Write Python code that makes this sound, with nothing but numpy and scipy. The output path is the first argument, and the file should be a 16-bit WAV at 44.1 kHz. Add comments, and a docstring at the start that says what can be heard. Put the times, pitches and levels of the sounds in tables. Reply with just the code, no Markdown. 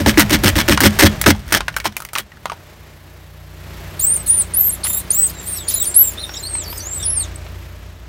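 """Tyre over plastic and bath toys

Two shots with a cut at 2.55 s, each of an idling car rolling slowly past a microphone on the asphalt.
In the first, a tyre crunches a row of hollow plastic things, loud enough to clip, and the pieces snap and
settle. In the second, a tyre flattens a row of rubber bath toys, whose air holes whistle and hiss as they
are squeezed and as they fill again."""
import sys
import numpy as np
from scipy import signal
from scipy.fft import rfft, irfft, next_fast_len
from scipy.io import wavfile
from scipy.ndimage import uniform_filter1d

SR = 44100
rng = np.random.default_rng(int(sys.argv[2]) if len(sys.argv) > 2 else 0)


def output_pcm(signal):
    """Save a mono or channel-first signal as 16-bit PCM at the path in sys.argv[1].

    Samples are clipped to [-1, 1] before scaling.
    """
    pcm = np.clip(np.atleast_2d(signal).T, -1, 1) * 32767
    wavfile.write(sys.argv[1], SR, np.round(pcm).astype(np.int16))


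N = 356328
T = np.arange(N) / SR


def gain_of(db):
    """Decibels to amplitude."""
    return 10 ** (np.asarray(db) / 20)


def unit_rms(x):
    """Scales to unit rms."""
    return x / np.sqrt(np.mean(x ** 2) + 1e-20)


def curves(rows, t):
    """Reads every column of a curve table at the times t."""
    s, *values = np.transpose(rows)
    return [np.interp(t, s, v) for v in values]


def add(mix, s, sound):
    """Mixes a sound in at s seconds."""
    part = mix[max(round(s * SR), 0):][:len(sound)]
    part += sound[:len(part)]


def coloured(x, spectrum):
    """Shapes x by a spectrum of (Hz, dB) points, at unit rms."""
    hz, db = np.transpose(spectrum)
    size = next_fast_len(len(x))
    shape_db = np.interp(np.log(np.fft.rfftfreq(size, 1 / SR) + 1), np.log(hz), db, left=-80, right=-80)
    return unit_rms(irfft(rfft(x, size) * gain_of(shape_db), size)[:len(x)])


def wander(length, hz):
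    """A smooth random curve of unit rms, changing about hz times a second."""
    span = max(int(SR / hz / 2), 1)
    noise = rng.standard_normal(length + 4 * span)
    return unit_rms(uniform_filter1d(uniform_filter1d(noise, span), span))[2 * span:][:length]


def resonate(x, hz, width):
    """A two-pole resonance of unit peak gain."""
    return signal.lfilter(*signal.iirpeak(hz, hz / width, SR), x)


# Hollow plastic going under the tyre. Each row: start in seconds, length in seconds, crackle level in dB,
# onset in dB against that level, boom drive in dB, the boom's peak as a share of the length.
PLASTIC_CRUNCHES = [(0.0, 0.032, -28.5, 7.5, -11, 0), (0.059, 0.065, -13, -8, -4.5, 0.054),
                    (0.172, .064, -10, -9, -4, 0), (0.302, 0.072, -11, -9.5, -8.5, 0.38),
                    (0.433, 0.077, -12.5, -4.5, -7, 0.038), (0.554, 0.075, -14, -7.5, -13.5, 0.036),
                    (0.682, .074, -13.5, -4.5, -8.5, 0.095), (0.806, 0.082, -6, -24, -6.5, 0.53),
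                    (0.917, 0.14, -34, -6, -40, .5), (0.992, 0.035, -9.5, 5.5, -20, 0.57),
                    (1.02, 0.066, -10.5, -1.5, -0.5, 0.048), (1.259, 0.067, -9.5, -5.5, 2.5, 0.012),
                    (1.437, 0.13, -36.5, -18, -48, 0.45), (1.521, 0.07, -13.5, -5, -17.5, 0.12),
                    (1.84, 0.045, -15, -17.5, -27, .5), (2.175, 0.041, -27, 4.5, -35, 0.34)]


def crunch_envelopes():
    """The tyre bears down: strength of the crackle, of its treble and of the push on the hollow body."""
    crackle, treble, push = np.zeros((3, N))
    for start, length, db, onset_db, boom_db, boom_peak in PLASTIC_CRUNCHES:
        t = np.arange(start, start + length, 1 / SR)
        share = (t - start) / length
        crackle_db = db + np.interp(share, [0, 0.59, 1], [onset_db, 0, -9])
        treble_db = crackle_db - 5.5 - 0.5 * share
        push_db = boom_db - 27 * abs(share - boom_peak)
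        fade = np.minimum(np.minimum(t - start, .002) / 0.0023, np.minimum(t[-1] - t, .016) / .016)
        add(crackle, start, gain_of(crackle_db) * fade)
        add(treble, start, gain_of(treble_db) * fade)
        add(push, start, gain_of(push_db) * fade)
    return crackle, treble, push


# Colour of the cracking at the microphone. Each row: frequency in Hz, relative level in dB.
CRACKLE_SPECTRUM = [(240, 2.5), (400, -10.5), (1040, -9.5), (1760, -7), (2430, -10.5), (4180, -11),
                    (4800, -13), (6050, -12.5), (7630, -20.5), (8370, -13.5), (10500, -23), (12700, -17.5),
                    (16000, -23.5)]
# Ringing of the crushed walls. Each row: frequency in Hz, bandwidth in Hz, relative level in dB.
WALL_MODES = [(1880, 770, -9.5), (3043, 29, -16), (3320, 26, -19.5), (5320, 130, -12)]


def plastic_crackle(strength, treble):
    """Dense cracking in clumps, then stray crackle as the plastic settles; the walls ring on."""
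    cracks = rng.standard_normal(N) * gain_of(2.7 * wander(N, 186) + 4.17 * wander(N, 885))
    cracks = coloured(cracks, CRACKLE_SPECTRUM)
    low = signal.sosfiltfilt(signal.butter(2, 6000, fs=SR, output="sos"), cracks)
    impulses = (rng.random(N) < 160 / SR) * gain_of(1.3 * np.minimum(rng.exponential(1, N), 3))
    bursts = signal.oaconvolve(impulses, np.exp(-T[:600] / 0.0038))[:N]
    decay = gain_of(-55 / SR)  # the settling dies away by 55 dB a second
    unrest = signal.lfilter([.001], [1, -decay ** 2], strength ** 2) ** .5
    settling = gain_of(-31.5) * unrest * bursts * cracks
    body = strength * unit_rms(low) + settling
    ring = sum(gain_of(db) * resonate(body, hz, width) * np.sqrt(2000 / width)
               for hz, width, db in WALL_MODES)
    return body + ring + treble * unit_rms(cracks - low)


# The hollow body under the tyre. Each row: frequency in Hz, bandwidth in Hz, relative level in dB.
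HOLLOW_MODES = [(90.3, 15.4, 4.5), (153.8, 21, -4.5), (208.8, 10.7, 2), (259.3, 18, -11.5),
                (296.5, 39, 4.5), (562, 31, -6)]


def hollow_boom(push):
    """Each crunch shakes the low resonances of the hollow body."""
    shake = push * rng.standard_normal(N)
    boom = sum(gain_of(db) * resonate(resonate(shake, hz, 4 * width), hz, width) / np.sqrt(width)
               for hz, width, db in HOLLOW_MODES)
    return gain_of(37) * boom


# Single pieces snapping near the microphone. Each row: time in seconds, level in dB, knock pitch in Hz,
# relative level of the tick in dB.
PLASTIC_SNAPS = [(0.062, 1.5, 705, -20), (0.141, -15, 2210, -12), (0.174, 1, 1800, -16),
                 (0.195, 7, 2150, 3.5), (0.296, -8.5, 2260, -1), (0.305, -6.5, 1770, -3),
                 (0.437, -3, 1610, 3.5), (0.488, -5, 1900, 4), (0.556, -8, 1860, -11),
                 (0.681, -4, 1900, -6), (0.775, 1.5, 1440, -32), (0.805, 4.5, 1670, 3),
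                 (0.836, 3, 2100, -3), (0.954, -25, 1930, -5), (0.989, -2, 1560, 2), (0.998, -15, 1740, -4),
                 (1.191, -31, 2000, -17), (1.214, -7.5, 2020, 11), (1.24, -3, 2040, -21),
                 (1.264, 8.5, 1550, -17), (1.349, -18.5, 773, -20), (1.48, -26, 1550, 4),
                 (1.526, -11.5, 1800, 10.5), (1.606, -6, 1300, -45), (1.682, -3.5, 1550, -14),
                 (1.741, -21, 1950, -24), (1.765, -2, 1510, -3.5), (1.801, -11, 2030, -6),
                 (1.855, -2.5, 950, -15), (1.967, -8.5, 2190, 3.5), (2.003, -19, 1330, 1),
                 (2.021, -17.5, 1360, 0), (2.05, -17.5, 2150, 2), (2.088, -24, 2250, -5),
                 (2.133, -17.5, 1340, 5.5), (2.153, -5, 2060, -10), (2.16, -5, 1090, -14),
                 (2.184, -7, 2260, 4), (2.318, -27.5, 1850, -28), (2.371, -30, 1660, -17),
                 (2.456, -5.5, 930, -16), (2.498, -11, 1160, -35), (2.519, -10, 920, -41)]
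# Colour of one piece cracking. Each row: frequency in Hz, relative level in dB.
SHARD_SPECTRUM = [(240, -40), (400, -15), (547, -6), (1530, 0), (1810, -25), (2120, -6), (6330, -13.5),
                  (7500, -29), (9000, -15), (11700, -58), (19800, -120)]


def snaps():
    """A piece gives way: a sharp crack with a short rattle, a knock of a few cycles and a bright tick."""
    out, t = np.zeros(N), np.arange(SR // 8) / SR
    highpass = signal.butter(2, 5000, "high", fs=SR, output="sos")
    for start, db, hz, tick_db in PLASTIC_SNAPS:
        crack, shake, tick = rng.standard_normal((3, len(t)))
        rattle = 0.34 * gain_of(-60 * t / 0.085 + 4.1 * wander(len(t), 330))
        fall = gain_of(-60 * t / 0.013) + rattle
        knock = resonate(shake * gain_of(-60 * t / .03), hz, .18 * hz)
        crack = 0.2 * coloured(crack, SHARD_SPECTRUM)
        tick = gain_of(tick_db - 11) * unit_rms(signal.sosfilt(highpass, tick))
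        add(out, start, gain_of(db) * (0.6 * knock / abs(knock).max() + (crack + tick) * fall))
    return out


def edge_tone(rows, partials_db=()):
    """Start time and sound of air whistling at a hole; the weaker the flow, the more it breaks up."""
    t = np.arange(rows[0][0], rows[-1][0], 1 / SR)
    n = len(t)
    hz, db = curves(rows, t)
    weak = np.clip((-18.5 - db) / 25, 0, 1)
    waver = (.006 + 0.0033 * weak) * wander(n, 40) + .004 * wander(n, 200)
    phase = 2 * np.pi * np.cumsum(hz * (1 + waver)) / SR
    # a narrow and a wide band of air noise wrap the tone
    narrow, wide = (wander(n, spread_hz) + 1j * wander(n, spread_hz) for spread_hz in (500, 2500))
    breath = (0.15 + 0.091 * weak) * narrow + (0.015 + 0.024 * weak) * wide
    tone = np.real(np.exp(1j * phase) * (1 + breath))
    for multiple, partial_db in zip((.5, 1.5, 2), partials_db):
        flutter = gain_of(partial_db + 1.7 * wander(n, 120)) * (multiple * hz < SR / 2)
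        tone += flutter * np.real(np.exp(1j * multiple * phase) * (1 + 0.18 * narrow))
    fade = np.minimum(np.minimum(t - t[0], t[-1] - t) / 0.0021, 1)
    # the flow flutters, and now and then chokes for a moment
    flutter_db = (2.2 + 2 * weak) * wander(n, 70)
    choke_db = 7 * np.clip(wander(n, 45) - 1.4 + .5 * weak, 0, 2)
    return t[0], np.sqrt(2) * gain_of(db + flutter_db - choke_db) * fade * tone


# Long whistles of the air holes, one list each. Each row: time in seconds, pitch in Hz, level in dB.
WHISTLE_CURVES = [
    [(4.008, 6900, -25.5), (4.087, 8520, -11), (4.156, 9350, -16.5), (4.166, 8600, -13), (4.175, 6270, -53)],
    [(4.275, 7600, -22.5), (4.3, 9500, -9), (4.33, 9740, -8), (4.36, 9230, -21.5), (4.404, 9480, -10),
     (4.415, 8500, -18), (4.439, 6400, -39)],
    [(4.567, 11010, -15), (4.603, 13130, -10.5), (4.63, 13100, -12.5), (4.668, 12800, -13.5),
     (4.695, 13400, -18)],
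    [(4.868, 7400, -31), (4.94, 7300, -26), (4.988, 7630, -33), (5.0, 5450, -53), (5.02, 2800, -50)],
    [(5.112, 6100, -35.5), (5.153, 7440, -17.5), (5.185, 7900, -17.5), (5.222, 7930, -15),
     (5.237, 8270, -9), (5.269, 8120, -20), (5.276, 7080, -33), (5.292, 6400, -34)],
    [(5.338, 7440, -47), (5.435, 7300, -39), (5.462, 7600, -39), (5.483, 9080, -24), (5.529, 8600, -24),
     (5.6, 7700, -36), (5.622, 8100, -32), (5.652, 6600, -45), (5.679, 7200, -31)],
    [(5.752, 7000, -26), (5.79, 7130, -27), (5.815, 7780, -18), (5.837, 8010, -17), (5.841, 6900, -36),
     (5.862, 4200, -33)],
    [(5.962, 10600, -4), (5.99, 11730, -6), (6.012, 11860, -9), (6.034, 11600, -12.5)],
    [(6.028, 7670, -23), (6.082, 7300, -21), (6.097, 7570, -22.5), (6.118, 6400, -46)],
    [(6.425, 8080, -38), (6.457, 8580, -32), (6.476, 9290, -31)],
    [(6.478, 8580, -28), (6.568, 8400, -22), (6.586, 8160, -25.5), (6.631, 6860, -36), (6.655, 4240, -36)],
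    [(6.801, 5700, -34), (6.86, 6700, -31.5), (6.9, 7640, -31), (6.93, 7270, -32), (6.951, 8310, -22),
     (7.008, 7300, -34), (7.024, 8030, -31), (7.058, 9670, -19), (7.09, 10500, -17.5),
     (7.135, 11000, -20.5), (7.155, 9700, -23), (7.173, 8970, -18), (7.221, 8580, -20), (7.269, 4100, -53)],
]
# Their partials, a row to a whistle. Each row: levels in dB against the main tone at half the pitch,
# at 1.5 times the pitch and at the octave.
WHISTLE_PARTIALS = [(-60, -42, -0.5), (-60, -60, -9), (-60, -60, -60), (-15, 3.5, 4), (-60, -60, -2),
                    (-60, -60, -60), (-60.5, -60, -1.5), (-60, -58, -61.5), (-29, -13.5, -4), (3, -18, -60),
                    (-21, -60, -60), (-60, -60, -58.5)]


def whistles():
    """Air streams through a toy's hole in a long, gliding tone."""
    out = np.zeros(N)
    for rows, partials_db in zip(WHISTLE_CURVES, WHISTLE_PARTIALS):
        add(out, *edge_tone(rows, partials_db))
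    return out


# Short peeps of the toys. Each row: start in seconds, length in seconds, first, middle and last pitch
# in Hz, level in dB at the highest pitch.
TOY_PEEPS = [(4.173, 0.051, 9430, 8450, 7850, -29.5), (4.69, .021, 8500, 8750, 7000, -18.5),
             (4.712, .032, 10800, 11100, 11400, -24.5), (4.733, .025, 10500, 7900, 7000, -33),
             (5.291, .05, 8500, 8700, 9350, -41), (5.546, 0.053, 6000, 5470, 4120, -34.5),
             (5.7, 0.087, 3720, 4160, 3850, -34), (5.789, 0.056, 3845, 3840, 3020, -32),
             (5.7, .026, 7400, 6550, 5000, -29), (5.882, 0.028, 9900, 9100, 7770, -20.5),
             (5.873, 0.21, 7240, 7700, 8300, -32), (6.171, .098, 8500, 9800, 8400, -38),
             (6.172, 0.079, 3480, 4160, 3570, -29), (6.268, 0.098, 5680, 5500, 5600, -41.5),
             (6.337, 0.083, 6400, 7900, 6950, -33), (6.341, 0.042, 3330, 3640, 3940, -35),
             (6.366, .045, 5830, 4700, 3700, -32), (6.655, 0.054, 4670, 4560, 4500, -38),
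             (6.696, 0.12, 4760, 5300, 4450, -41), (6.677, .06, 11400, 12000, 13400, -34),
             (6.74, .074, 13400, 12400, 10000, -40), (6.774, .013, 5750, 7950, 9250, -28),
             (6.999, .05, 3740, 3670, 3220, -32.5), (7.028, 0.062, 5840, 5000, 3100, -31),
             (7.09, 0.098, 5400, 5500, 5000, -42), (7.182, 0.09, 13400, 12600, 8600, -45),
             (7.199, 0.052, 4500, 4090, 3380, -33.5), (6.171, .093, 5300, 5700, 5200, -51),
             (5.33, .09, 4240, 3760, 3900, -43.5), (5.584, 0.067, 3900, 3470, 3170, -37),
             (7.357, 0.0069, 8350, 7960, 8600, -32)]


def peeps(db_per_octave=17):
    """A peep glides through three pitches and weakens as its pitch sinks with the flow."""
    out = np.zeros(N)
    for start, length, *pitches, db in TOY_PEEPS:
        times = start + length * np.array([0, .5, 1])
        levels_db = db + db_per_octave * np.log2(np.array(pitches) / max(pitches))
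        add(out, *edge_tone(np.transpose([times, pitches, levels_db])))
    return out


# The tyre bears down on a toy. Each row: start in seconds, length in seconds, air level in dB, chirp
# length in seconds, the chirp's first and last pitch in Hz, chirp level in dB, rasp level in dB.
TOY_SQUEEZES = [(3.993, .18, -35, 0.015, 8200, 9860, -17.5, -37),
                (4.261, 0.16, -34.5, 0.02, 8480, 12500, -26.5, -45),
                (4.536, 0.22, -39, 0.033, 8730, 10540, -17.5, -44),
                (4.837, .17, -30.5, 0.037, 8770, 11000, -19.5, -26.5),
                (5.104, 0.2, -32.5, 0.017, 8830, 10200, -11, -36),
                (5.681, 0.056, -28.5, 0.024, 8900, 11200, -15.5, -28),
                (5.739, .115, -32.5, .015, 9400, 10960, -13.5, -46),
                (5.854, 0.066, -38, 0.033, 8870, 9800, -19, -38),
                (5.942, 0.2, -37, .022, 8300, 10700, -18, -34)]


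def chirps():
    """Each squeeze opens with a quick rising whistle."""
    out = np.zeros(N)
    for start, _, _, length, first_hz, last_hz, db, _ in TOY_SQUEEZES:
        add(out, *edge_tone([(start, first_hz, db), (start + length, last_hz, db)], partials_db=[-27.5]))
    return out


# Stray spurts of air. Each row: start and length in seconds, centre and width in Hz, level in dB.
AIR_RASPS = [(4.582, 0.11, 7630, 1200, -35), (4.992, .012, 9000, 900, -29),
             (6.338, 0.015, 3530, 700, -33.5), (6.614, 0.019, 3420, 400, -40),
             (7.357, .006, 9500, 5000, -39)]


def rasps(lead_s=.004, length_s=.018, centre_hz=4340, width_hz=1200):
    """Air too turbulent for a tone: the stray spurts, and one leading into each squeeze."""
    out = np.zeros(N)
    openings = [(start - lead_s, length_s, centre_hz, width_hz, db) for start, *_, db in TOY_SQUEEZES]
    for start, length, hz, width, db in [*AIR_RASPS, *openings]:
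        air = resonate(resonate(rng.standard_normal(int(length * SR)), hz, width), hz, width)
        add(out, start, gain_of(db) * unit_rms(air) * signal.windows.tukey(len(air), .4))
    return out


# Stretches of soft hiss as the toys refill, with brief dropouts in the sound.
# Each row: start in seconds, length in seconds, level in dB.
REFILL_HISS = [(4.16, 0.14, -45), (5.402, 0.23, -30), (6.1, 0.51, -46), (6.59, 0.32, -37),
               (6.876, 0.21, -38), (7.1, .22, -52)]


def hiss_envelope(shut_s=0.017):
    """Level of the hiss: each squeeze spurts, holds, spurts and shuts; the refills hiss softly."""
    out = np.zeros(N)
    for start, length, db, *_ in TOY_SQUEEZES:
        t = np.arange(0, length + 3 * shut_s, 1 / SR)
        spurts_db = 4 * np.exp(-t / .03) + 3 * np.exp(-abs(length - t) / 0.013)
        shut_db = 20 * np.maximum(t - length, 0) / shut_s
        add(out, start, gain_of(db + spurts_db - shut_db) * np.minimum(t / .006, 1))
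    for start, length, db in REFILL_HISS:
        add(out, start, gain_of(db) * np.hanning(int(length * SR)) ** 0.6)
    return out


# Colour of the jet at an air hole. Each row: frequency in Hz, relative level in dB.
JET_SPECTRUM = [(2000, -21.5), (3800, -9), (5500, -15.5), (7500, -7.5), (11000, -1.5), (15500, -4)]


def air_rush():
    """Turbulent air hisses unevenly, in patches that drift over time and pitch."""
    jet = coloured(rng.standard_normal(N), JET_SPECTRUM)
    frames = signal.stft(jet, nperseg=256, noverlap=192)[2]
    patches = rng.standard_normal(frames.shape)
    for _ in range(2):
        patches = uniform_filter1d(uniform_filter1d(patches, size=5, axis=0), size=20, axis=1)
    hiss = signal.istft(frames * gain_of(4.8 * unit_rms(patches)), nperseg=256, noverlap=192)[1][:N]
    return unit_rms(hiss) * gain_of(2.5 * wander(N, 84)) * hiss_envelope()


# Small stones on the asphalt. 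Each row: time in seconds, level in dB, pitch in Hz.
STONE_TICKS = [(4.848, -25.5, 1270), (4.859, -26.5, 1460), (4.868, -23, 1980), (4.903, -32, 990),
               (6.293, -27.5, 1470), (6.553, -30, 980), (6.728, -28, 960), (7.465, -36.5, 710)]


def grit():
    """A stone under the tread gives a dry, wide tick with a dull knock in it."""
    out, t = np.zeros(N), np.arange(SR // 50) / SR
    for start, db, hz in STONE_TICKS:
        tick = coloured(rng.standard_normal(len(t)), [(500, -8), (3000, -5), (8000, -25)])
        knock = np.sin(2 * np.pi * hz * t)
        add(out, start, gain_of(db - 60 * t / 0.031) * (1.1 * knock + 1.26 * tick))
    return out


# The idle in the second shot, heard from road level. Each row: time in seconds, firing rate in Hz,
# level in dB of orders 2 and 3, of order 5 and of order 6.
IDLE_CURVES = [(2.55, 29.89, -49.5, -54.5, -77), (3.9, 29.84, -37.5, -42, -47),
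               (5.28, 30.08, -40, -55, -43), (6.28, 29.27, -40, -63, -58), (7.28, 29.1, -33, -53, -59),
               (8.08, 29.6, -41.5, -66, -60)]


def engine_hum():
    """Low orders of the firing rate, heard from the cut on; also returns the firing count."""
    firing_hz, low_db, fifth_db, sixth_db = curves(IDLE_CURVES, T)
    firings = np.cumsum(firing_hz) / SR
    fade_in = np.clip((T - IDLE_CURVES[0][0]) / 0.018, 0, 1)
    hum = np.zeros(N)
    for order, db in [(2, low_db), (3, low_db), (5, fifth_db), (6, sixth_db)]:
        level = gain_of(db + 0.5 * wander(N, 6))
        hum += level * np.sin(2 * np.pi * order * firings + .5 * wander(N, 3.93))
    return np.sqrt(2) * fade_in * hum, firings


# Car noise at the microphone, one list for each shot, with the cut at 2.55 s.
# Each row: time in seconds, rumble in dB, body noise in dB, hiss in dB.
CAR_LEVELS = [
    [(0, -20.5, -32, -45.5), (1.1, -25, -31, -46), (1.45, -30, -42.5, -58), (2.25, -46, -51, -65),
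     (2.55, -39, -45, -55)],
    [(2.55, -45.5, -45.5, -57.5), (3.45, -53, -46, -57), (3.8, -39.5, -38, -49.5), (6.06, -41, -38, -49),
     (7.17, -37, -38.5, -56), (7.6, -39.5, -41.5, -54), (8.08, -41.5, -47, -62)],
]
# Colours of the rumble, the body noise and the hiss. Each row: frequency in Hz, relative level in dB.
RUMBLE_SPECTRUM = [(21, -24.5), (35, -9.5), (55, 0.5), (70, -4.5), (156, -8.5), (211, -18.5), (260, -21),
                   (340, -64), (570, -120)]
BODY_SPECTRUM = [(120, -33), (200, -3.5), (268, -6), (338, -0.5), (521, -7), (608, -1), (667, -5.5),
                 (743, -7.5), (1270, -8.5), (1510, -10), (1710, -8.5), (1990, -9.5), (8000, -22),
                 (10400, -38), (17600, -120)]
HISS_SPECTRUM = [(3530, -9), (6000, -30), (9740, -8), (10500, -13.5), (11100, -8), (12700, -4.5),
                 (13900, -12), (15200, -8.5), (16000, -11)]


def car():
    """The idling car hums and rumbles; its body noise and hiss throb once a firing."""
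    hum, firings = engine_hum()
    throb = np.cos(2 * np.pi * (firings + 0.18))
    rumble_db, body_db, hiss_db = curves(np.concatenate(CAR_LEVELS), T)
    rumble, body, hiss = rng.standard_normal((3, N))
    rumble = gain_of(rumble_db) * coloured(rumble, RUMBLE_SPECTRUM)
    body = gain_of(body_db + 0.89 * throb + 0.72 * wander(N, 13.8)) * coloured(body, BODY_SPECTRUM)
    hiss = gain_of(hiss_db + 2.7 * throb) * coloured(hiss, HISS_SPECTRUM)
    return hum + rumble + body + hiss


def road_scatter(x):
    """Short scatter between road and underside: a dull burst and a faint, slightly longer bright tail."""
    t = np.arange(SR // 3) / SR
    taps = rng.standard_normal((2, len(t))) * (t > .003)
    dull = signal.sosfilt(signal.butter(2, 3500, fs=SR, output="sos"), taps[0]) * gain_of(-60 * t / 0.096)
    tail = dull + 0.13 * taps[1] * gain_of(-60 * t / 0.14)
    return signal.oaconvolve(x, tail / np.linalg.norm(tail))[:N]


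def scene():
    """The plastic shot, then the toy shot, each heard from a microphone on the asphalt."""
    strength, treble, push = crunch_envelopes()
    crackle = plastic_crackle(strength, treble)
    boom = hollow_boom(push)
    plastic = crackle + snaps()
    toys = air_rush() + whistles() + peeps() + chirps() + rasps()
    scatter = gain_of(-18.5) * road_scatter(plastic) + gain_of(-6.5) * road_scatter(toys)
    return (plastic + boom + toys + scatter + grit() + car())[None]


def record(dry):
    """The microphone drops the deepest bass, the loudest crunches clip, and the top treble is cut."""
    thinned = signal.sosfilt(signal.butter(3, 40, "high", fs=SR, output="sos"), dry)
    clipped = thinned / (1 + abs(thinned) ** 8) ** (1 / 8)
    lowpass = signal.firwin(401, 15950, window=("kaiser", 9), fs=SR)
    return signal.oaconvolve(clipped, lowpass[None], "same")


dry = scene()
out = record(dry)
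output_pcm(out)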